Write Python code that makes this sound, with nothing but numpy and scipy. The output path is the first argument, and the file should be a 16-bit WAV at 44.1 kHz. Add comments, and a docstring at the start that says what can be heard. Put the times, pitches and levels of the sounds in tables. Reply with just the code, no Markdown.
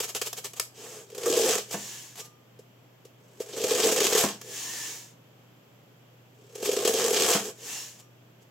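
"""In a small room, a kitchen knife saws three slices off a block of packing foam on a wooden table, close by.
The edge sticks and slips: bursting foam cells make a dense rasp, and the light block booms near 450 Hz.
Each cut ends with a knock on the wood, a noise thud plus ringing table modes. The blade comes back out with
a smooth hiss of friction noise, some gliding squeaks and a faint ring. Background hiss and hum lie beneath."""
import sys
import numpy as np
from scipy import signal
from scipy.fft import rfft, irfft
from scipy.io import wavfile
from scipy.ndimage import uniform_filter1d

SR = 44100
rng = np.random.default_rng(int(sys.argv[2]) if len(sys.argv) > 2 else 0)


def wrap_up_sound(samples):
    """Save the sound to the file named by the first command line argument, as 16-bit audio."""
    columns = np.atleast_2d(samples).T
    # keep every value between -1 and 1, then stretch to whole-number steps
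    tamed = np.clip(columns, -1, 1)
    steps = np.round(tamed * 32767).astype(np.int16)
    wavfile.write(sys.argv[1], SR, steps)


N = 374850
T = np.arange(N) / SR  # time in seconds

# The edge goes down through the block; rasp levels are before lurching and colouring.
# Each row: bites, is fully in, is through and is at rest in seconds, rasp when fully in and
# when through in dB, boom over rasp in dB.
CUTS = [(1.086, 1.279, 1.546, 1.67, -30.5, -23, 4), (3.354, 3.692, 4.24, 4.383, -27, -25.5, 1.5),
        (6.5, 6.649, 7.345, 7.5, -36, -22.5, 2)]
# A faint hiss swells for this many seconds before each cut.
LEAD_S = 0.17
# Level in dB at the start of the faint lead-in, at the bite and at rest, before lurching and colouring.
LEAD_DB, BITE_DB, REST_DB = -73.5, -62, -57
# The boom loses up to this many dB as the edge nears the table; a high power makes the loss come late.
STIFFEN_DB, STIFFEN_POWER = 11, 3.67
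# The block bends under the edge and lets go, over and over: typical rate per second, unevenness of the rate.
LURCH_PER_S, LURCH_JITTER = 32, 0.3
# Depth of the lurching in dB at the top of the block and at the table.
LURCH_TOP_DB, LURCH_BOTTOM_DB = 11, 3.5

# The edge slides lightly. Each row: start and end in seconds, rasp in dB before colouring.
SLIDES = [(0.737, 1.053, -44), (7.412, 7.521, -38.5)]
# The level follows the arch of the hand's speed to this power; boom over rasp in dB.
SLIDE_POWER, SLIDE_BOOM_DB = 0.7, -3.5

# The stuck edge jumps ahead; the block booms are relative levels.
# Each row: time in seconds, snap in dB before colouring, block boom in dB.
SLIPS = [(.0014, -20.5, -28.5), (0.148, -22, -34), (0.2142, -19, -29.5), (.329, -21.5, -45),
         (.4438, -25, -43), (.5328, -35.5, -49), (.597, -9, -38), (1.1, -44.5, -55), (1.147, -36, -42),
         (1.178, -33.5, -31.5), (1.279, -28, -18.5), (1.3724, -24.5, -19.5), (1.709, -28.5, -43),
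         (2.155, -38, -56), (2.589, -50, -42), (3.0496, -47.5, -44), (3.401, -37, -24), (3.576, -30.5, -27),
         (3.64, -26, -19.5), (3.716, -25, -22.5), (3.9205, -20.5, -18.5), (3.967, -24.5, -40),
         (4.0503, -22.5, -19.5), (4.123, -32.5, -19), (4.1484, -18.5, -17), (4.413, -31.5, -50),
         (6.5527, -36, -39), (6.626, -31, -26), (6.688, -28, -17), (6.729, -26.5, -26), (6.849, -20, -21),
         (6.874, -17, -19.5)]
# Longest decay and the attack of a rip in seconds; a snap this many dB over its boom dies twice as fast.
SLIP_S, RIP_ATTACK_S, SNAPPY_DB = 0.011, 0.0012, 17.5

# Short swelling rubs of the blade's flank. Each row: middle in seconds, rasp in dB before colouring.
RUBS = [(.04, -29.5), (.095, -33.5), (.165, -31), (0.27, -30), (0.382, -34.5), (.457, -34.5), (.575, -41),
        (1.734, -31.5), (2.179, -43), (2.203, -38), (2.256, -48), (3.417, -40), (4.185, -22), (4.21, -25.5),
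        (6.659, -28.5), (8.0, -50.5), (8.426, -63)]
# Spread of a rub around its middle in seconds; boom over rasp in dB.
RUB_S, RUB_BOOM_DB = 0.01, -12.5

# Parts of the rasp that change with the place of contact. Each row: lower and upper limit in Hz.
CONTACT_BANDS = [(900, 2230), (2400, 5550)]

# The blade is drawn back out of the cut.
# Each row: starts, is up to speed, slows and is out in seconds, hiss in dB.
DRAWS = [(1.64, 1.755, 1.884, 2.245, -39), (4.383, 4.594, 4.85, 5.122, -35),
         (7.553, 7.71, 7.727, 8.002, -35)]
# Depth in dB and roundness of the rise and the fall of the hiss.
DRAW_FADE_DB, DRAW_CURVE = 24.5, 1.72
# The foam clings until the blade is up to speed and tugs the block: boom over hiss in dB.
CLING_DB = -14.5

# The sliding steel squeaks, with a wavering pitch and an uneven level.
# Each row: start and length in seconds, start and end pitch in Hz, typical peak level in dB.
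SQUEAKS = [(4.72, 0.189, 1820, 1730, -47), (4.62, 0.215, 1700, 2010, -52), (7.679, 0.15, 2740, 2830, -44),
           (7.73, .13, 5330, 5420, -49), (7.74, .12, 5580, 5630, -47)]

# The edge lands on the table. Each row: time in seconds, relative level in dB.
KNOCKS = [(1.742, -26.5), (4.238, -19), (7.351, -21.5)]
# The blade leaves the foam. Each row: time in seconds, peak level in dB.
PINGS = [(2.21, -44), (8.02, -56)]

# Resonances of the foam block. Each row: pitch in Hz, width in Hz, relative level in dB.
BLOCK = [(242, 160, -20), (399.3, 62.4, 1.5), (447.4, 69.3, 2.5), (514.3, 41, -1), (647, 13, -7.5)]
# Resonances of the blade while the foam grips it. Each row: pitch in Hz, width in Hz, relative level in dB.
GRIPPED_BLADE = [(1173, 210, -4.5), (1652, 23, 3.5), (2430, 110, -3.5), (2836, 220, 10.5), (3237, 70, 2.5),
                 (3840, 64, -8), (5130, 620, -7), (5420, 24, 1), (6500, 170, 0.5), (6660, 91, 4)]
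# Ringing modes of the table. Each row: pitch in Hz, relative level in dB, time to fade by 60 dB in seconds.
TABLE = [(203.4, 4.5, 0.35), (329, -11.5, 0.16), (472, -35, .2), (663, 4, 0.16), (836, -2, 0.11),
         (974, -2.5, 0.078), (1088, -0.5, 0.019), (1488, -10, 0.18), (1639, 2.5, 0.047)]
# Modes of the blade ringing free. Each row: pitch in Hz, relative level in dB, time to fade by 60 dB in seconds.
FREE_BLADE = [(1207, -3, 0.67), (5700, -2, 0.43), (7084, 3, 0.14)]

# Spectrum of the bursting cells. Each row: frequency in Hz, relative level in dB per Hz.
RASP = [(350, -18.5), (600, -7.5), (680, 1), (900, -5), (1200, -7.5), (1950, -7.5), (2600, -4.5),
        (3200, -2.5), (4450, -5.5), (7000, -0.8), (8200, -1.5), (9200, -18), (10000, -10), (13000, -11.5),
        (15200, -15.5)]
# Spectrum of the smooth sliding. Each row: frequency in Hz, relative level in dB per Hz.
HISS = [(150, -25), (250, -4), (444, -3), (607, -8.5), (1060, -3.5), (1280, -11.5), (1730, -4), (2160, -4),
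        (4490, -3.5), (6940, 4.5), (9170, -8), (12100, -9), (16000, -11.5)]
# Spectrum of the edge hitting wood. Each row: frequency in Hz, relative level in dB per Hz.
THUD = [(40, -33), (150, 10.5), (330, 14.5), (1200, 2.5), (2800, -6.5), (6000, -38.5)]
# Spectrum of the background noise, with a step down above 3.2 kHz and a dip near 9 kHz.
# Each row: frequency in Hz, relative level in dB per Hz.
BACKGROUND = [(30, -26.5), (65, -29.5), (100, -7), (150, 0.5), (240, -5.5), (520, -7.5), (850, -14.5),
              (2000, -21), (3200, -19), (3900, -27.5), (7700, -29), (9200, -44), (12500, -27), (16000, -33)]

BACKGROUND_DB = -57.5  # typical level of the background hiss, which flutters slightly
HUM_HZ, HUM_DB = 120.9, -61  # pitch and typical rms level of the hum, which wanders
LOW_HZ, TOP_HZ = 53.6, 15700  # the sound is thinned below and cut above


def foam(blade_db=-6.5, rasp_db=0.71, fizz_db=-1.5, table_db=-18):
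    """Forces at the edge make a bright rasp, ring the blade and the table, and make the block boom."""
    cut, push = cutting()
    snap, spring = slips()
    rub, drag = rubs()
    brief = along_edge(rub) + along_edge(snap, width_db=-4)
    edge = shifting(along_edge(cut)) + brief
    rasp = undb(rasp_db) * through(edge, colour(RASP))
    blade = undb(blade_db) * through(edge, body(GRIPPED_BLADE))
    # snaps and brief contacts keep more top than tearing deep inside the foam
    top_only = signal.butter(6, 11800, "high", fs=SR, output="sos")
    fizz = undb(fizz_db) * signal.sosfilt(top_only, brief)
    # tiny quick forces favour the table's higher modes
    wood = undb(table_db) * through(cut, np.diff(ring(TABLE)))
    boom = through(push + drag, body(BLOCK)) + spring
    return rasp + blade + fizz + wood + boom


def cutting(tear_from_db=-44, tear_range_db=12):
    """Light strokes slide; harder ones judder and burst cells. 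Returns (rasp, force on the block)."""
    rasp, boom = pressing()
    rasp_level_db = 20 * np.log10(rasp + 1e-9)
    share = np.clip((rasp_level_db - tear_from_db) / tear_range_db, 0, 0.95)
    tear = unit(judder() * cells(per_s=5000, spread_db=2.5))
    slide = rng.standard_normal(N)
    force = np.sqrt(share) * tear + np.sqrt(1 - share) * slide
    return force * rasp, force * boom


def pressing():
    """Rasp swells with bite and depth; the shrinking uncut foam booms less. Returns (rasp, boom) gains."""
    rasp = sum(undb(db) * arch(start, end) ** SLIDE_POWER for start, end, db in SLIDES)
    boom = rasp * undb(SLIDE_BOOM_DB)
    for bites, inside, out, rests, inside_db, deep_db, boom_db in CUTS:
        depth = progress(bites, out)
        lurch = lurching(depth)
        times = [bites - LEAD_S, bites, inside, out, rests]
        levels = [LEAD_DB, BITE_DB, inside_db, deep_db, REST_DB]
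        gain = lurch * stroke(times, levels)
        rasp = rasp + gain
        # the block itself feels the lurching twice as strongly (in dB) as the cells at the edge
        boom = boom + gain * lurch * undb(boom_db - STIFFEN_DB * depth ** STIFFEN_POWER)
    return rasp, boom


def lurching(depth):
    """Gain of the block catching and letting go; the thinner the uncut foam, the less it bends."""
    rate = LURCH_PER_S * np.exp(LURCH_JITTER * walk(40))
    cycle = np.cumsum(rate) / SR % 1
    swing_db = LURCH_TOP_DB + (LURCH_BOTTOM_DB - LURCH_TOP_DB) * depth
    sawtooth = undb(swing_db * (0.4135 - cycle))
    return uniform_filter1d(sawtooth, size=100)  # rounds off the jumps


def judder(per_s=90, scatter_db=2, slip_s=0.0054, steady=0.72):
    """Stick and slip at uneven intervals: the tearing flares at each slip and dies down; rms 1."""
    gaps = rng.gamma(3, 1 / 3, 2000)
    sizes = rng.uniform(-2, 2, 2000)
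    at = (np.cumsum(gaps) / per_s * SR).astype(int)
    kicks = np.zeros(N)
    kicks[at[at < N]] = undb(scatter_db * sizes[at < N])
    flares = signal.lfilter([1], [1, -np.exp(-1 / (slip_s * SR))], kicks)
    return unit(steady + flares)


def cells(per_s, spread_db):
    """Clicks of bursting cells at random moments, most small and a few large; rms 1."""
    size = undb(spread_db * np.minimum(rng.exponential(size=N), 4))
    bursts = rng.random(N) < per_s / SR
    return unit(bursts * size * rng.choice([-1, 1], N))


def slips(boom_db=2):
    """A jump rips cells and the block springs back; more spring, longer rip. Returns (rasp, boom)."""
    ripping, boom = np.zeros(N), np.zeros(N)
    spring = body(BLOCK)
    spring = spring / np.abs(spring).max()
    t = T[:SR // 4]
    for s, db, block_db in SLIPS:
        # a snap that is loud against its boom dies sooner
        decay = SLIP_S / (1 + undb(db - block_db - SNAPPY_DB))
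        rip = np.exp(-t / decay) * (1 - np.exp(-t / RIP_ATTACK_S))
        add(ripping, s, undb(db) * rip)
        add(boom, s, undb(block_db + boom_db) * spring)
    return ripping * cells(per_s=17000, spread_db=1.0), boom


def rubs():
    """Steel drags briefly over the foam. Returns (rasp, force on the block)."""
    swells = sum(undb(db) * np.exp(-0.5 * ((T - s) / RUB_S) ** 2) for s, db in RUBS)
    rasp = swells * cells(per_s=7000, spread_db=1.0)
    return rasp, rasp * undb(RUB_BOOM_DB)


def along_edge(force, width_db=-3, apart_hz=7000):
    """Grains of force act at different places on the long blade, so the treble differs left and right."""
    side = undb(width_db) * force * rng.choice([-1, 1], N)
    return spread(force, side, apart_hz)


def shifting(force, patchy_db=2.5, per_s=30):
    """The place of contact shifts, so the middle of the rasp keeps changing colour at random."""
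    out = force
    for band in CONTACT_BANDS:
        band_filter = signal.butter(2, band, "band", fs=SR, output="sos")
        part = signal.sosfiltfilt(band_filter, force)
        out = out + (undb(patchy_db * walk(per_s)) - 1) * part
    return out


def drawing(blade_db=-14.0, release_s=0.014):
    """Steel slides out: fine friction that also stirs the blade and at first tugs the block."""
    speed, tug = 0, 0
    for starts, fast, slows, out, db in DRAWS:
        slack = 1 - progress(starts, fast) + progress(slows, out)
        release = np.exp(-np.maximum(T - out, 0) / release_s)
        speed = speed + undb(db - DRAW_FADE_DB * slack ** DRAW_CURVE) * (T > starts) * release
        tug = tug + undb(db + CLING_DB) * arch(starts, fast) ** 2
    hiss = through(along_edge(rng.standard_normal(N), width_db=-3), colour(HISS))
    boom = through(tug * rng.standard_normal(N), body(BLOCK))
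    return speed * (hiss + undb(blade_db) * singing_blade()) + boom


def singing_blade(freed=1.05, drift=0.024, patchy_db=1.5, slope_db=-4.5):
    """Held less tightly the blade rings higher; each resonance wanders in pitch and level; rms 1."""
    out = 0
    for hz, width, db in GRIPPED_BLADE:
        phase = 2 * np.pi * np.cumsum(hz * (freed + drift * walk(6.6))) / SR
        # two unrelated stirrings, for the middle and the side of the stereo image
        stirring = np.array([walk(4 * width), walk(4 * width)])
        # smooth sliding feeds the low bending modes best: loss per octave above the second resonance
        favour = slope_db * max(np.log2(hz / GRIPPED_BLADE[1][0]), 0)
        level = undb(db + favour + patchy_db * walk(8.7))
        out = out + level * stirring * np.cos(phase)
    return unit(spread(*out, apart_hz=3500))


def squeaks(waver=0.012, patchy_db=3):
    """For a moment the friction locks onto one bending mode of the blade, which glides and wavers."""
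    out = 0
    for s, length, from_hz, to_hz, db in SQUEAKS:
        glide = from_hz + (to_hz - from_hz) * progress(s, s + length)
        hz = glide * (1 + waver * walk(250) + waver * walk(30))
        level = arch(s, s + length) * undb(db + patchy_db * walk(140))
        out = out + level * np.sin(2 * np.pi * np.cumsum(hz) / SR)
    return out


def knocks(ring_db=1, thud_db=-2, thud_s=0.0094, settle_db=-15, settle_s=0.052):
    """The edge breaks through and hits the wood, then grinds on it for a moment."""
    wood, contact = np.zeros(N), np.zeros(N)
    t = T[:SR]
    for s, db in KNOCKS:
        add(wood, s, undb(db + ring_db) * ring(TABLE))
        thud = undb(db + thud_db) * np.exp(-t / thud_s)
        grind = undb(db + settle_db) * np.exp(-t / settle_s)
        add(contact, s, thud + grind)
    return wood + through(contact * rng.standard_normal(N), colour(THUD))


def blade_ping():
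    """Leaving the foam, the blade rings faintly in its free modes."""
    out = np.zeros(N)
    for s, db in PINGS:
        add(out, s, undb(db) * ring(FREE_BLADE))
    return out


def room(x, t60=0.24, wet_db=-5, boom_hz=800):
    """Direct sound and the short tail of the room, made of fading noise."""
    t = T[:SR // 2]
    fade = np.exp(-np.log(1000) * t / t60) * (1 - np.exp(-t / 0.0013))
    tail = rng.standard_normal((2, len(t))) * fade
    tail = spread(*tail / np.linalg.norm(tail[0]), apart_hz=450)
    # the block's boom reaches the microphones mostly directly
    tail = signal.sosfilt(signal.butter(1, boom_hz, "high", fs=SR, output="sos"), tail)
    return x + undb(wet_db) * signal.fftconvolve(x, tail, axes=1)[:, :N]


def background(flutter_db=-0.3):
    """Quiet background hiss as coloured noise, and the mains hum of an appliance as one wandering sine."""
    mid, side = through(rng.standard_normal((2, N)), colour(BACKGROUND))
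    level = undb(BACKGROUND_DB + flutter_db * walk(1.5))
    hiss = unit(spread(mid, side, apart_hz=600)) * level
    hum = undb(HUM_DB + walk(3.6)) * np.sqrt(2) * np.sin(2 * np.pi * HUM_HZ * T)
    return hiss + hum


def undb(db):
    """Decibels to gain."""
    return 10 ** (np.asarray(db) / 20)


def unit(x):
    """Scale to rms 1."""
    return x / np.sqrt(np.mean(x ** 2))


def through(x, response):
    """Pass a force or sound (one or two channels) through a response scaled to unit energy."""
    return np.apply_along_axis(signal.fftconvolve, -1, x, response / np.linalg.norm(response))[..., :N]


def colour(points, size=4096):
    """Response with the given spectrum that starts at once (minimum phase, by folding the cepstrum)."""
    hz, db = np.transpose(points)
    bins = np.fft.rfftfreq(size, 1 / SR) + 1
    log_gain = np.log(undb(np.interp(np.log(bins), np.log(hz), db)))
    cepstrum = irfft(log_gain)
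    cepstrum[1:size // 2] *= 2
    cepstrum[size // 2 + 1:] = 0
    return irfft(np.exp(rfft(cepstrum, size)))


def body(resonances, size=4096):
    """Response of damped resonances; neighbours swing in opposite directions."""
    t = T[:size]
    motion = 0
    for k, (hz, width, db) in enumerate(resonances):
        swing = np.exp(-np.pi * width * t) * np.sin(2 * np.pi * hz * t)
        motion = motion + (-1) ** k * undb(db) * width / hz * swing
    return np.diff(motion)


def ring(modes):
    """Modes struck once, each dying away at its own pace; peak 1."""
    t = T[:SR]
    y = 0
    for k, (hz, db, t60) in enumerate(modes):
        y = y + (-1) ** k * undb(db - 60 * t / t60) * np.sin(2 * np.pi * hz * t)
    return y / np.abs(y).max()


def spread(mid, side, apart_hz):
    """Two close microphones hear the same bass but different treble of a diffuse sound."""
    treble_only = signal.butter(1, min(apart_hz, SR / 3), "high", fs=SR, output="sos")
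    side = signal.sosfilt(treble_only, side)
    return np.array([mid + side, mid - side]) / np.sqrt(2)


def add(track, s, sound):
    """Mix a sound into a track at time s."""
    start = max(int(s * SR), 0)
    track[start:start + len(sound)] += sound[:N - start]


def walk(rate):
    """Random wander of rms 1 along straight lines between random points, rate points a second."""
    return unit(np.interp(T * rate, np.arange(N), rng.standard_normal(N)))


def stroke(times, levels):
    """Gain that passes through the given dB at the given times; silent outside."""
    return undb(np.interp(T, times, levels)) * (T > times[0]) * (T < times[-1])


def progress(start, end):
    """0 before the start, rising evenly to 1 at the end."""
    return np.clip((T - start) / (end - start), 0, 1)


def arch(start, end):
    """Half a sine: a movement that speeds up and stops again."""
    return np.abs(np.sin(np.pi * progress(start, end)))


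def scene():
    """Knife, foam and table in the room, over the quiet background."""
    return room(foam() + drawing() + squeaks() + knocks() + blade_ping()) + background()


def record(dry):
    """The recorder thins the deep bass and cuts the top."""
    thinned = signal.sosfilt(signal.butter(2, LOW_HZ, "high", fs=SR, output="sos"), dry)
    return signal.sosfilt(signal.ellip(8, 0.2, 80, TOP_HZ, fs=SR, output="sos"), thinned)


dry = scene()
out = record(dry)
wrap_up_sound(out)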